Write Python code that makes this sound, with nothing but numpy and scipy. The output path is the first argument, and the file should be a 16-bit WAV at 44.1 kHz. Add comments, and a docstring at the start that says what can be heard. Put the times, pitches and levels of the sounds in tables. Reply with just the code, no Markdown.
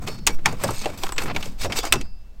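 """On a roof, a gloved hand works a flat steel bar out from under a broken slate. Sliding friction
excites the resonances of slate and steel; impacts on slate and batten knock, clack and click; the
bar rings faintly in its own modes until a touch damps it, and stick-slip makes its blade tick.
Wind and handling rumble in the single microphone over a quiet outdoor noise floor."""
import sys
import numpy as np
from scipy import signal
from scipy.fft import rfft, irfft, next_fast_len
from scipy.io import wavfile
from scipy.ndimage import uniform_filter1d, map_coordinates

SR = 44100
rng = np.random.default_rng(int(sys.argv[2]) if len(sys.argv) > 2 else 0)


def generate_wav(signal):
    """Clip the signal to [-1, 1] and save it as 16-bit WAV at the path in sys.argv[1]."""
    frames = np.transpose(np.atleast_2d(signal))
    scaled = np.clip(frames, -1, 1) * 32767
    pcm = np.round(scaled).astype(np.int16)
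    wavfile.write(sys.argv[1], SR, pcm)


N = 105840

# normal modes of the steel bar: f/Hz, level/dB, T60/s
BAR_MODES = [(2275, 0, .2), (2662, 0, 2), (3070, 0, .7), (3413, 0, .6), (3670, 0, .2), (4380, -2, .6),
             (4502, 0, .5), (4702, 0, .5), (4955, 1, .85), (5060, -8, .15), (5306, 0, .5), (5706, 0, .35),
             (6290, -4, .25), (6710, 0, .25), (7160, 0, .3), (7750, 0, .12), (8470, 0, .15), (11900, 0, .2)]
RISE_S = 0.00038  # time constant of a contact's onset


def amp(db):
    """Amplitude ratio of a level in dB."""
    return 10 ** (np.asarray(db) / 20)


def unit(x):
    """Normalisation to rms 1."""
    return x / np.sqrt(np.mean(x ** 2, axis=-1, keepdims=True) + 1e-20)


def curves(rows):
    """Linear interpolation in time: one value per sample for each column after the first."""
    s, *cols = np.transpose(rows)
    return [np.interp(np.arange(N) / SR, s, c) for c in cols]


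def along(points, f):
    """Interpolation of (f/Hz, value) points on a logarithmic frequency axis."""
    hz, values = np.transpose(points)
    return np.interp(np.log(f + 1), np.log(hz), values)


def wobble(rate):
    """Smooth random modulation: a spline through `rate` knots a second."""
    knots = rng.standard_normal(int(N * rate / SR) + 4)
    return map_coordinates(knots, [np.arange(N) * rate / SR])


def filtered(x, response):
    """Linear filtering: the spectrum of x times a complex frequency response."""
    m = next_fast_len(2 * x.shape[-1])
    return irfft(rfft(x, m) * response(np.fft.rfftfreq(m, 1 / SR)), m)[..., :x.shape[-1]]


def resonance(f, hz, width_hz):
    """Frequency response of a damped oscillator."""
    return 1j * f * width_hz / (hz * hz - f * f + 1j * f * width_hz)


def band(f, lo_hz, hi_hz):
    """Band-pass magnitude with fourth-order slopes."""
    return 1 / np.sqrt((1 + (lo_hz / (f + 1e-3)) ** 8) * (1 + (f / hi_hz) ** 8))


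def scrape():
    """Forced vibration: juddering friction and loose grit drive the resonances of slate and bar."""
    # resonances of the slate: f/Hz, bandwidth/Hz, level/dB
    slate_modes = [(2527, 440, 7.5), (3855, 310, 2.5), (4247, 160, 0.5), (12900, 340, 2.5)]
    # edges of the low, middle, upper and top band: f/Hz
    edges = [250, 1200, 4000, 9000, 16000]
    # strokes of the bar: start t/s, peak t/s, end t/s, then level/dB in each of the four bands
    strokes = [(0, 0.042, 0.072, -41, -68, -52, -53), (0.059, 0.077, .17, -37, -48.5, -46, -48),
               (0.174, 0.19, 0.2, -48, -52.5, -49, -80), (0.267, 0.27, 0.35, -44, -51, -48, -58),
               (0.307, 0.34, 0.37, -47, -61, -58, -47.5), (0.433, 0.48, 0.59, -38.5, -46, -51, -51),
               (0.566, 0.66, 0.65, -34, -44.5, -43, -46.5), (0.638, 0.68, 0.81, -34.5, -44.5, -43, -47.5),
               (0.71, 0.77, 0.96, -46, -43.5, -42, -47.5), (0.811, 0.85, 0.82, -32.5, -34.5, -49, -44),
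               (0.836, 0.89, 0.99, -43.5, -72, -71, -76), (0.972, 0.98, 1.093, -46, -47, -47.5, -43.5),
               (1.01, 1.018, 1.184, -41, -48.5, -48, -45.5),
               (1.17, 1.244, 1.297, -35.5, -45.5, -46.5, -43.5), (1.252, 1.31, 1.33, -32, -41, -73, -67),
               (1.314, 1.386, 1.505, -41, -51, -53, -51), (1.393, 1.42, 1.54, -48.5, -53, -46.5, -52),
               (1.587, 1.6245, 1.678, -39, -33.5, -33, -39.5), (1.684, 1.713, 1.93, -42.5, -58, -48, -61),
               (1.713, 1.7, 1.76, -32, -50, -50, -70), (1.746, 1.78, 1.819, -36.5, -33.5, -34, -36),
               (1.833, 1.833, 1.918, -31, -39.5, -37.5, -44), (1.905, 1.952, 2.065, -39, -50, -49, -56)]
    grains_per_s, grit_db, spread_db, judder_db, ends_db = 900, -14, 5, 2.5, -20

    def body(f):
        slate = sum(amp(db) * resonance(f, hz, width) for hz, width, db in slate_modes)
        steel = sum(resonance(f, hz, width_hz=35) for hz, _, _ in BAR_MODES)
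        return amp(-2) + slate + amp(11) * steel

    grains = rng.random(N) < grains_per_s / SR
    grit = grains * amp(spread_db * np.minimum(rng.exponential(size=N), 2)) * rng.standard_normal(N)
    judder = amp(judder_db * (wobble(40.33) + wobble(170)))
    friction = unit(judder * rng.standard_normal(N))
    rub = filtered(friction + amp(grit_db) * unit(grit), body)
    bands = np.array([unit(filtered(rub, lambda f: band(f, lo, hi)))
                      for lo, hi in zip(edges, edges[1:])])
    t, power = np.arange(N) / SR, np.zeros((len(bands), N))
    for start, top, end, *db in strokes:  # overlapping strokes add in power
        from_peak = np.maximum((top - t) / max(top - start, .004), (t - top) / max(end - top, .004))
        power += amp(np.array(db)[:, None] + ends_db * np.minimum(from_peak, 3) ** 2) ** 2
    return (np.sqrt(power) * bands).sum(0)


def microphone_rumble():
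    """Low-frequency pressure fluctuations from wind and handling: sway, deep rumble and lumpy thuds."""
    # buffeting of the microphone: t/s, deep level/dB, thud level/dB
    buffeting = [(0.0, -28, -38), (0.05, -49, -36.5), (0.31, -30.5, -37.5), (0.41, -52, -52),
                 (0.47, -39, -26.5), (0.61, -34, -44.5), (0.63, -50, -30.5), (0.69, -37, -25.5),
                 (0.79, -38, -45.5), (0.85, -38.5, -36.5), (1.13, -41.5, -46), (1.26, -37, -35),
                 (1.38, -46, -34.5), (1.62, -31, -48.5), (1.65, -36, -29), (1.88, -38.5, -51.5),
                 (1.95, -27.5, -27), (2.17, -42.5, -61.5), (2.38, -44, -58.5), (2.4, -30.5, -44.5)]
    # slow pressure on the microphone: t/s, level/dB
    pressure = [(0, -30), (.2, -34.5), (.33, -15), (.5, -25.5), (1, -24), (1.5, -25.5), (2.05, -27),
                (2.4, -35.5)]
    deep_db, thud_db = curves(buffeting)
    noise = lambda response: unit(filtered(rng.standard_normal(N), response))
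    sway = amp(curves(pressure)[0]) * noise(lambda f: band(f, 3.0, 19) / (f + 3) ** 1.88)
    deep = amp(deep_db) * noise(lambda f: band(f, 19, 70) / (f + 15))
    thud = amp(thud_db + 1.5 * wobble(25)) * noise(lambda f: band(f, 79, 260) / (f + 150))
    return sway + deep + thud


def outdoor_air():
    """Ambient noise: a continuous spectrum, strongest at low frequencies, whose level wavers."""
    # spectral density of the outdoor floor: f/Hz, relative level/dB
    spectrum = [(250, -4.5), (700, -8), (2000, -18), (5000, -21), (9000, -27.5), (15500, -25.5)]
    # its envelope: t/s, level/dB
    envelope = [(0, -53), (1.5, -50.5), (2.05, -59.5), (2.4, -61)]
    hiss = filtered(rng.standard_normal(N), lambda f: amp(along(spectrum, f)) * band(f, 170, SR))
    return amp(curves(envelope)[0] + 0.71 * wobble(13)) * unit(hiss)


def impacts():
    """Impact excitation: a blow and a crunch drive three resonances (knock, clack, click) and a crack."""
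    # contacts on slate and batten: t/s, level/dB, then relative level/dB and f/Hz for each of
    # knock, clack and click, then relative level/dB of the crack, T60/s of the clack
    contacts = [(0.075, -21, -17, 700, -5.5, 2490, -12.5, 5200, -26, 0.048),
                (0.084, -24, -8.5, 444, -9, 2400, -8.5, 7400, -26, 0.033),
                (0.267, -4.5, -19.5, 833, -15.5, 2760, -7, 6720, -21, 0.064),
                (0.272, -1.5, -20.5, 850, -8.5, 2564, -9, 7440, -18, 0.039),
                (0.291, -25.5, -8, 368, -3, 1564, -25, 5500, -26, 0.061),
                (0.305, -30, -13, 360, -9, 2240, -5, 5800, -21, 0.03),
                (0.388, -38, -7.5, 343, -3.5, 1500, -30, 4820, -30, 0.047),
                (0.453, -28, -14, 800, -5, 2450, -20, 5460, -35, 0.04),
                (0.458, 0, -17, 904, -8.5, 1805, -12, 5480, -29, 0.041),
                (0.478, -17.5, -10, 846, -16, 1550, -25, 4700, -33, 0.053),
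                (0.525, -23.5, -8.5, 500, -16, 1470, -12, 6930, -25, 0.047),
                (0.637, -4, -16.5, 559, -16.5, 1690, -14, 8250, -20, 0.042),
                (0.643, -17, -14, 845, -19, 1890, -4.5, 5330, -29, 0.039),
                (0.6884, -16.5, -5, 915, -31, 1650, -26, 6300, -26, 0.036),
                (0.707, -16.5, -12.5, 422, -29, 1320, -12, 8650, -22, 0.031),
                (0.857, -10, -7.5, 599, -13.5, 2710, -19, 6600, -37, 0.03),
                (0.89, -33.5, 5, 482, -7, 2360, -24, 5740, -33, 0.035),
                (0.987, -27.5, -17, 358, -11, 1560, -14, 4620, -20, 0.036),
                (1.035, -12, -5.5, 790, -5, 3290, -13, 7770, -11, 0.019),
                (1.066, -20, -9, 1127, -8, 2380, -14, 7850, -21, 0.018),
                (1.091, -16, -11, 1005, -12, 2860, -21, 6600, -26, 0.022),
                (1.122, -5.5, -19, 1010, -23.5, 2820, -21, 7750, -23, 0.018),
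                (1.162, -17.5, -19, 1040, -19.5, 2530, -26, 7760, -30, 0.036),
                (1.181, -16, -9, 1407, -1, 2554, -15, 5610, -32, 0.051),
                (1.236, -20, -14, 336, -25, 1480, -13, 8550, -18, 0.064),
                (1.257, -32, -6.5, 424, 1.5, 1310, -21, 7750, -26, 0.088),
                (1.299, -26, -28, 427, -3.5, 1420, -38, 5120, -39, 0.061),
                (1.348, -33, -2, 343, -2, 2480, -12, 4600, -32, 0.068),
                (1.363, -9, -17.5, 758, -10, 2294, -21, 4400, -42, 0.035),
                (1.427, -17, -20, 810, -8, 2600, -22, 6340, -29, 0.043),
                (1.457, -23.5, -15.5, 454, -10, 3230, -12, 6110, -28, 0.038),
                (1.646, -15.5, -8.5, 570.3, -8.5, 1277, -14, 6530, -26, 0.052),
                (1.657, -13.5, -14, 412, -13.5, 2650, -24.5, 7820, -29, 0.025),
                (1.702, -37.5, -10, 467, 1, 1980, -13.5, 5320, -25, 0.029),
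                (1.722, -10, -29, 690, -13, 2270, -15, 4810, -43, 0.065),
                (1.788, -11.5, -20.5, 465, -15, 3770, -10.5, 4810, -19, 0.035),
                (1.837, -28, -2, 707, -7, 1210, -23, 6620, -29, 0.082),
                (1.852, -17.5, -14.5, 990, -12, 2140, -9, 6850, -23, 0.045),
                (1.9237, -1, -19, 1406, -8, 2595, -9.5, 8050, -14, 0.047),
                (1.937, -21, -0.5, 796, -10, 2540, 1, 6070, -23, 0.041),
                (1.956, -21.5, -8.5, 388, -8.5, 2600, -14, 5700, -29, 0.038),
                (2.012, -22.5, -15, 340, -6.5, 2650, -9, 5770, -23, 0.03)]
    q = np.array([[1.5], [0.82], [1.2]])  # knock, clack, click
    t60_ratio = np.array([[2.17], [1], [0.68], [0.64]])  # knock, clack, click, crack
    blow_db, tone_db, crunch_db, tail_db, tail_t60 = 12.5, -3.5, 1.5, -20, 0.11
    crack_hz, batten_hz, batten_db = 8800, 420, -4
    out, t = np.zeros(N + SR), np.arange(SR // 8) / SR
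    rise = 1 - np.exp(-t / RISE_S)
    tail = rise * amp(tail_db - 60 * t / tail_t60)
    blow = amp(blow_db) * (t == t[8])  # a one-sample impulse
    batten = lambda f: resonance(f, batten_hz, batten_hz) ** 2 * np.sqrt(SR / batten_hz / 2)
    for s, db, knock_db, knock_hz, clack_db, clack_hz, click_db, click_hz, crack_db, t60 in contacts:
        noise = rng.standard_normal((5, len(t)))
        roughness = amp(crunch_db * unit(uniform_filter1d(noise[0], size=40)))
        crunch = unit(noise[1:] * roughness)
        fade = rise * amp(-60 * t / (t60 * t60_ratio))
        hz = np.array([[knock_hz], [clack_hz], [click_hz]])
        responses = lambda f: [*(resonance(f, hz, hz / q) ** 2 * np.sqrt(SR * q / hz / 2)),
                               2 * (1j * f / (crack_hz + 1j * f)) ** 4]  # the crack is a high-pass
        parts = filtered(crunch * (fade + tail) + blow, responses)
        parts[:-1] += amp(tone_db) * fade[:-1] * np.sin(2 * np.pi * hz * t)  # free ringing
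        parts[0] += amp(batten_db) * filtered(crunch[0] * fade[0], batten)  # thud under the knock
        gains = amp(db + np.array([knock_db, clack_db, click_db, crack_db]))
        out[round(s * SR):][:len(t)] += gains @ parts
    return out[:N]


def bar_ringing():
    """Free vibration: the bar's modes near a favoured frequency decay until a touch damps them."""
    # blows on the bar: t/s, level/dB, favoured f/Hz, damping touch t/s
    blows = [(.085, -40, 4420, .27), (.085, -43, 5306, .27), (.272, -41, 4400, .31),
             (.303, -37, 2275, .345), (.272, -46, 11900, .4), (.272, -48, 6710, .34),
             (.318, -45, 5706, .357), (.46, -42, 4650, .525), (.49, -48, 6710, .51),
             (1.035, -42, 7750, 1.07), (1.122, -33, 7750, 1.16), (1.122, -46, 8470, 1.22),
             (1.161, -38, 7750, 1.18), (1.181, -38, 7750, 1.22), (1.363, -56, 4440, 1.58),
             (1.655, -46, 5706, 1.71), (1.655, -47, 5200, 1.71), (1.79, -31, 3300, 1.835),
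             (1.79, -37, 4850, 1.92), (1.79, -38, 6900, 1.835), (1.924, -36, 2600, 1.99),
             (1.924, -38, 5706, 2.0), (1.924, -47, 5000, 2.01), (2.012, -51, 4900, 2.235),
             (.268, -19, 6290, .272), (.27, -20, 5706, .274), (.272, -20, 3350, .275),
             (1.924, -18, 3670, 1.926), (1.924, -17, 5706, 1.926), (1.924, -21, 3100, 1.927),
             (2.012, -58, 4500, 2.4), (2.012, -62, 2662, 2.37), (2.012, -66, 3200, 2.4)]
    falloff_db_per_oct, damped_t60 = 125, .04
    out, t = np.zeros(N + SR), np.arange(SR // 2) / SR
    rise = 1 - np.exp(-t / RISE_S)
    hz, mode_db, t60 = np.transpose(BAR_MODES)[:, :, None]
    for s, db, favoured_hz, damped_s in blows:
        gain = amp(db + mode_db - falloff_db_per_oct * abs(np.log2(hz / favoured_hz)) - 60 * t / t60)
        damping = amp(-60 * np.clip(t + s - damped_s, 0, 1) / damped_t60)
        modes = np.sin(2 * np.pi * (hz * t + rng.random(hz.shape)))
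        out[round(s * SR):][:len(t)] += rise * damping * (gain * modes).sum(0)
    return out[:N]


def blade_ticks():
    """Stick-slip: each slip excites a few heavily damped modes of the blade, heard as a dry tick."""
    # slips of the blade: t/s, level/dB, favoured f/Hz
    slips = [(0.708, -20.5, 9500), (.722, -27, 8000), (0.7357, -24, 9500), (.752, -25, 10500),
             (.761, -25, 8300), (0.766, -25, 4500), (.771, -26, 6400), (0.7826, -22.5, 8200),
             (0.7926, -19, 5300), (0.801, -22, 5300), (.8155, -24, 5600), (.82, -25, 6400),
             (.848, -26, 8200)]
    # modes of the blade: f/Hz
    blade_modes = [4400, 6400, 8250, 12500]
    falloff_db_per_oct, t60 = 14, .009
    out, t, hz = np.zeros(N), np.arange(SR // 50) / SR, np.array(blade_modes)[:, None]
    rise = 1 - np.exp(-t / RISE_S)
    for s, db, favoured_hz in slips:
        gain = amp(db - falloff_db_per_oct * abs(np.log2(hz / favoured_hz)) - 60 * t / t60)
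        detuned_hz = hz * (1 + 0.034 * rng.standard_normal(hz.shape))
        out[round(s * SR):][:len(t)] += rise * (gain * np.sin(2 * np.pi * detuned_hz * t)).sum(0)
    return out


def scene():
    """Superposition: all sources add at one microphone."""
    mono = impacts() + blade_ticks() + bar_ringing() + scrape() + outdoor_air() + microphone_rumble()
    return np.array([mono, mono])


def record(dry):
    """Mid-side mixing and filtering: a faint blur parts the channels; the treble dips, then cuts off."""
    # difference between the channels: f/Hz, side level/dB relative to mid
    side_spectrum = [(60, -56.5), (180, -49), (550, -41.5), (1650, -45), (4970, -34.5), (15000, -23)]
    # treble response of the microphone: f/Hz, level/dB
    treble = [(6000, -0.5), (8500, 0), (9600, -4.5), (12000, -3.5), (16000, -2)]
    cutoff_hz = 16200
    blur_kernel = unit(rng.standard_normal(256)) / np.sqrt(256)
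    blur = signal.fftconvolve(dry[0], blur_kernel)[:N]
    side = filtered(blur, lambda f: amp(along(side_spectrum, f)))
    return filtered(dry + [side, -side], lambda f: amp(along(treble, f)) / (1 + (f / cutoff_hz) ** 80))


dry = scene()
out = record(dry)
generate_wav(out)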